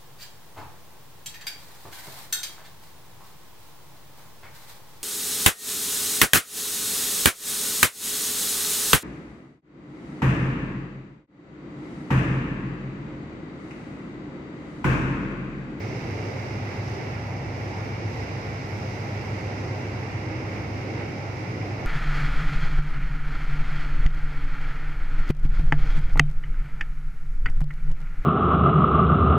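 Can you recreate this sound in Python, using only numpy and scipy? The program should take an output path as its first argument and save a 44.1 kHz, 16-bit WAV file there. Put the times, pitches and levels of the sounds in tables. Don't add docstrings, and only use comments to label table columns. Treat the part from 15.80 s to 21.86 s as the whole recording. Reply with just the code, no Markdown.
import sys
import numpy as np
from scipy import signal
from scipy.fft import rfft, irfft
from scipy.io import wavfile
from scipy.ndimage import uniform_filter1d

SR = 44100
rng = np.random.default_rng(int(sys.argv[2]) if len(sys.argv) > 2 else 0)


def to_wav(sig):
    pcm = np.clip(np.atleast_2d(sig), -1, 1) * 32767
    pcm = np.round(pcm).astype(np.int16)
    wavfile.write(sys.argv[1], SR, pcm.T)


N = 267246
TIME = np.arange(N) / SR
HZ = np.maximum(np.arange(N // 2 + 1) * SR / N, 1)

MAIN_HZ, SECOND_HZ, THIRD_HZ, FOURTH_HZ = 8.4335, 36.11, 9.742, 19.67
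# (multiple of that rate, level [dB])
MAIN_ORDERS = [(6, -59), (7, -65), (9, -58), (12, -36.5), (13, -57), (14, -57), (15, -41), (16, -49),
               (18, -62), (20, -50.5), (28, -58), (41, -60), (44, -56), (48, -63), (64, -60)]
SECOND_ORDERS = [(1, -74), (2, -50), (3, -44.5), (4, -55), (8, -60)]
THIRD_ORDERS = [(7, -65), (9, -58), (12, -49), (16, -54), (25, -58)]
FOURTH_ORDERS = [(10, -53), (12, -59), (13, -56)]
# (time [s], gain [dB])
MAIN_GAIN = [(0, 0), (.5, -0.5), (1.5, 0.5), (2.5, -0.5), (3.5, 1), (4.2, 2), (5, -2), (5.5, -0.5),
             (6.06, 2.5)]
# (time [s], gain [dB])
SECOND_GAIN = [(0, 0), (.6, -1), (.9, -1), (1.5, 1), (2.0, 4), (2.4, 4), (3.0, 0), (3.6, 2), (3.95, -1),
               (4.25, 2), (4.55, 0), (5.0, 0), (5.7, -13), (6.06, -1)]
# (frequency [Hz], relative level [dB])
ROAR_SPECTRUM = [(25, -33), (45, -21), (60, -8), (70, -13), (95, 0.5), (112, 1), (135, -3.5), (180, -9),
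                 (320, -6), (600, -11), (850, -14), (1150, -17), (3300, -31), (7000, -41), (9600, -56),
                 (15500, -58)]
# (frequency [Hz], width [Hz], lift [dB])
HULL_MODES = [(144, 10, 2.5), (176, 14, 4.5), (200, 14.4, 5), (265, 14, 1.5), (316, 22, 2), (435, 27, 1.5),
              (533, 20, 3), (624, 17, 2), (742, 40, 3), (809, 22, 5), (846, 22, 3), (900, 27, 4),
              (1340, 50, 1.5), (1410, 30, 2)]
# (time [s], rumble near 400 Hz [dB], hollow band near 800 Hz [dB])
LOW_SWELLS = [(0, 1, -2), (.4, 1.5, 1.5), (.5, 4.5, 1.1), (.63, -1, -0.5), (1.12, -0.8, 0), (1.21, 5, -2),
              (1.32, -3.5, 2), (1.47, -4, 0.5), (1.7, -1, 0.5), (2.0, -2.5, 1.5), (2.35, 1, -0.5),
              (2.6, -3.5, 1), (3.05, -0.5, 0), (3.4, -2, 0.5), (3.85, 1.5, 1), (4.35, -3, -0.5),
              (4.55, -0.5, 0), (4.9, -2, 0.5), (5.12, 2.2, -1.2), (5.22, 3.5, -0.5), (5.36, 0.5, -2.5),
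              (5.47, -4, 1.5), (5.75, 0, -.5), (6.06, 0, 2)]
# (time [s], rasp near 2 kHz [dB], hiss above 5 kHz [dB])
HIGH_SWELLS = [(0, 0, 2.5), (.5, 0, 3), (.84, 0.5, 2.5), (.93, 2.5, 3), (1.02, 0, 2), (1.1, -0.5, 4.5),
               (1.22, 1.2, 2.5), (1.55, -2, 0.5), (1.95, 0, 2.5), (2.2, 0.5, 1.5), (2.4, 0.5, 3.5),
               (2.8, 0, 2), (3.1, -0.2, 3.8), (3.6, 0.5, 2.5), (3.9, .5, 2.5), (4.35, 1, 1.5),
               (4.65, 0.5, 1), (4.76, 2, 2), (4.9, -1.5, 1), (5.13, 1, 2), (5.17, 3.5, 0.5),
               (5.21, 3.5, 1.5), (5.26, 1.5, 0.5), (5.45, -0.5, 1), (5.6, 0, 1.5), (6.06, 0.5, 1.5)]
# (time [s], level [dB])
HUM_LEVEL = [(0, -64), (3.3, -63), (3.7, -48), (4, -61), (4.4, -45.5), (4.8, -45), (5.1, -61),
             (6.06, -57.5)]
MACHINE_HZ = [46.4, 75.08, 91.42, 150.04, 308, 605, 732.2, 806.9, 887.9, 1556, 1613.7, 1780, 2220]
MACHINE_DB = [-64, -54, -58, -56, -57, -65, -64, -63, -65, -76, -72, -74, -75]
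# (frequency [Hz], width [Hz], added correlation)
PHONE_BODY = [(380, 220, 0.05), (846, 170, 0.23), (1160, 160, -0.24), (1730, 180, -0.24), (2170, 300, 0.52),
              (5290, 110, 0.6)]
# (frequency [Hz], width [Hz], lift [dB])
LEFT_MODES = [(2170, 620, 8), (2750, 280, 3.5), (3930, 330, 5), (5070, 720, 4.5), (6000, 650, 10.5),
              (8360, 260, 4.5), (10300, 400, 6.5), (11400, 700, 4), (13700, 800, 6), (14900, 700, 2)]
RIGHT_MODES = [(400, 150, 0.72), (1410, 290, 1.16), (2165, 682, 13.1), (2765, 250, 6.2),
               (5105, 1010, 11.56), (8400, 340, 2.5), (10370, 330, 7.4), (11350, 670, 8.8),
               (13700, 900, 7.4), (14900, 700, 4)]


def engine(hz, orders, hunt, waver_db):
    crank = 2 * np.pi * hz * np.cumsum(1 + hunt * walk(1.515)) / SR
    sound = 0
    for order, db in orders:
        amplitude = np.sqrt(2) * undb(db + waver_db * walk(2.475))
        sound += amplitude * np.sin(order * crank + rng.uniform(0, 2 * np.pi))
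    return sound


def near_diesels():
    main = engine(MAIN_HZ, MAIN_ORDERS, hunt=0.00071, waver_db=0.21)
    second = engine(SECOND_HZ, SECOND_ORDERS, hunt=0.00085, waver_db=0.88)
    return undb(over_time(MAIN_GAIN)) * main + undb(over_time(SECOND_GAIN)) * second


def far_diesels():
    third = engine(THIRD_HZ, THIRD_ORDERS, hunt=0.00109, waver_db=3.5)
    fourth = engine(FOURTH_HZ, FOURTH_ORDERS, hunt=0.00062, waver_db=1.3)
    return third + fourth


def roar(level_db=-33.5):
    hz, db = np.transpose(ROAR_SPECTRUM)
    colour_db = np.interp(np.log(HZ), np.log(hz), db) + bumps(HULL_MODES)
    spectra = undb(colour_db) * noise_from_all_sides()
    spectra *= undb(level_db) / np.sqrt(np.mean(irfft(spectra, N) ** 2))
    swells_db = np.array([over_time(table, col) for table in (LOW_SWELLS, HIGH_SWELLS) for col in (1, 2)])
    swells_db -= swells_db.mean(axis=1, keepdims=True)
    swell_octaves = np.log2([180, 380, 800, 2200, 5300])
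    sound = 0
    for octave in np.arange(4.5, 14.5, 0.5):
        band = np.clip(1 - 2 * abs(np.log2(HZ) - octave), 0, 1)
        weights = [np.interp(octave, swell_octaves, row) for row in np.eye(5)[1:]]
        flicker_db = np.interp(octave, [12.7, 13.7], [0.4, 1.1]) * walk(18)
        sound += undb(weights @ swells_db + flicker_db) * irfft(band * spectra, N)
    return sound


def noise_from_all_sides(spacing_m=0.16):
    half_wavelength_m = 343 / HZ / 2
    open_air = np.sinc(spacing_m / half_wavelength_m)
    alike = np.clip(0.94 * open_air + bumps(PHONE_BODY), -0.999, 0.999)
    left, independent = rfft(rng.standard_normal((2, N)))
    right = alike * left + np.sqrt(1 - alike ** 2) * independent
    return np.array([left, right])


def passing_hum(hz=315):
    return engine(hz, [(1, over_time(HUM_LEVEL))], hunt=0.00308, waver_db=1.4)


def small_machines():
    return sum(engine(hz, [(1, db)], hunt=0.000556, waver_db=2) for hz, db in zip(MACHINE_HZ, MACHINE_DB))


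def walk(rate):
    hold = int(SR / rate)
    steps = np.repeat(rng.standard_normal(N // hold + 1), hold)
    return 1.373 * uniform_filter1d(uniform_filter1d(steps, hold), hold)[:N]


def over_time(table, column=1):
    columns = np.transpose(table)
    return np.interp(TIME, columns[0], columns[column])


def bumps(modes):
    return sum(lift * np.exp(-2 * ((HZ - hz) / width) ** 2) for hz, width, lift in modes)


def undb(db):
    return 10 ** (np.asarray(db) / 20)


def scene(right_lead_db=0.7):
    drone = passing_hum() + near_diesels() + far_diesels() + small_machines()
    balance = undb([[-right_lead_db / 2], [right_lead_db / 2]])
    return (drone + roar()) * balance


def record(dry):
    fade = np.clip(np.minimum(TIME, TIME[::-1]) / 0.004, 0, 1)
    port_gain = undb([bumps(LEFT_MODES), bumps(RIGHT_MODES)])
    at_ports = irfft(rfft(dry * fade) * port_gain, N)
    top_cut = signal.ellip(16, 0.3, 60, 15480, fs=SR, output="sos")
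    return signal.sosfilt(top_cut, at_ports)


dry = scene()
out = record(dry)
to_wav(out)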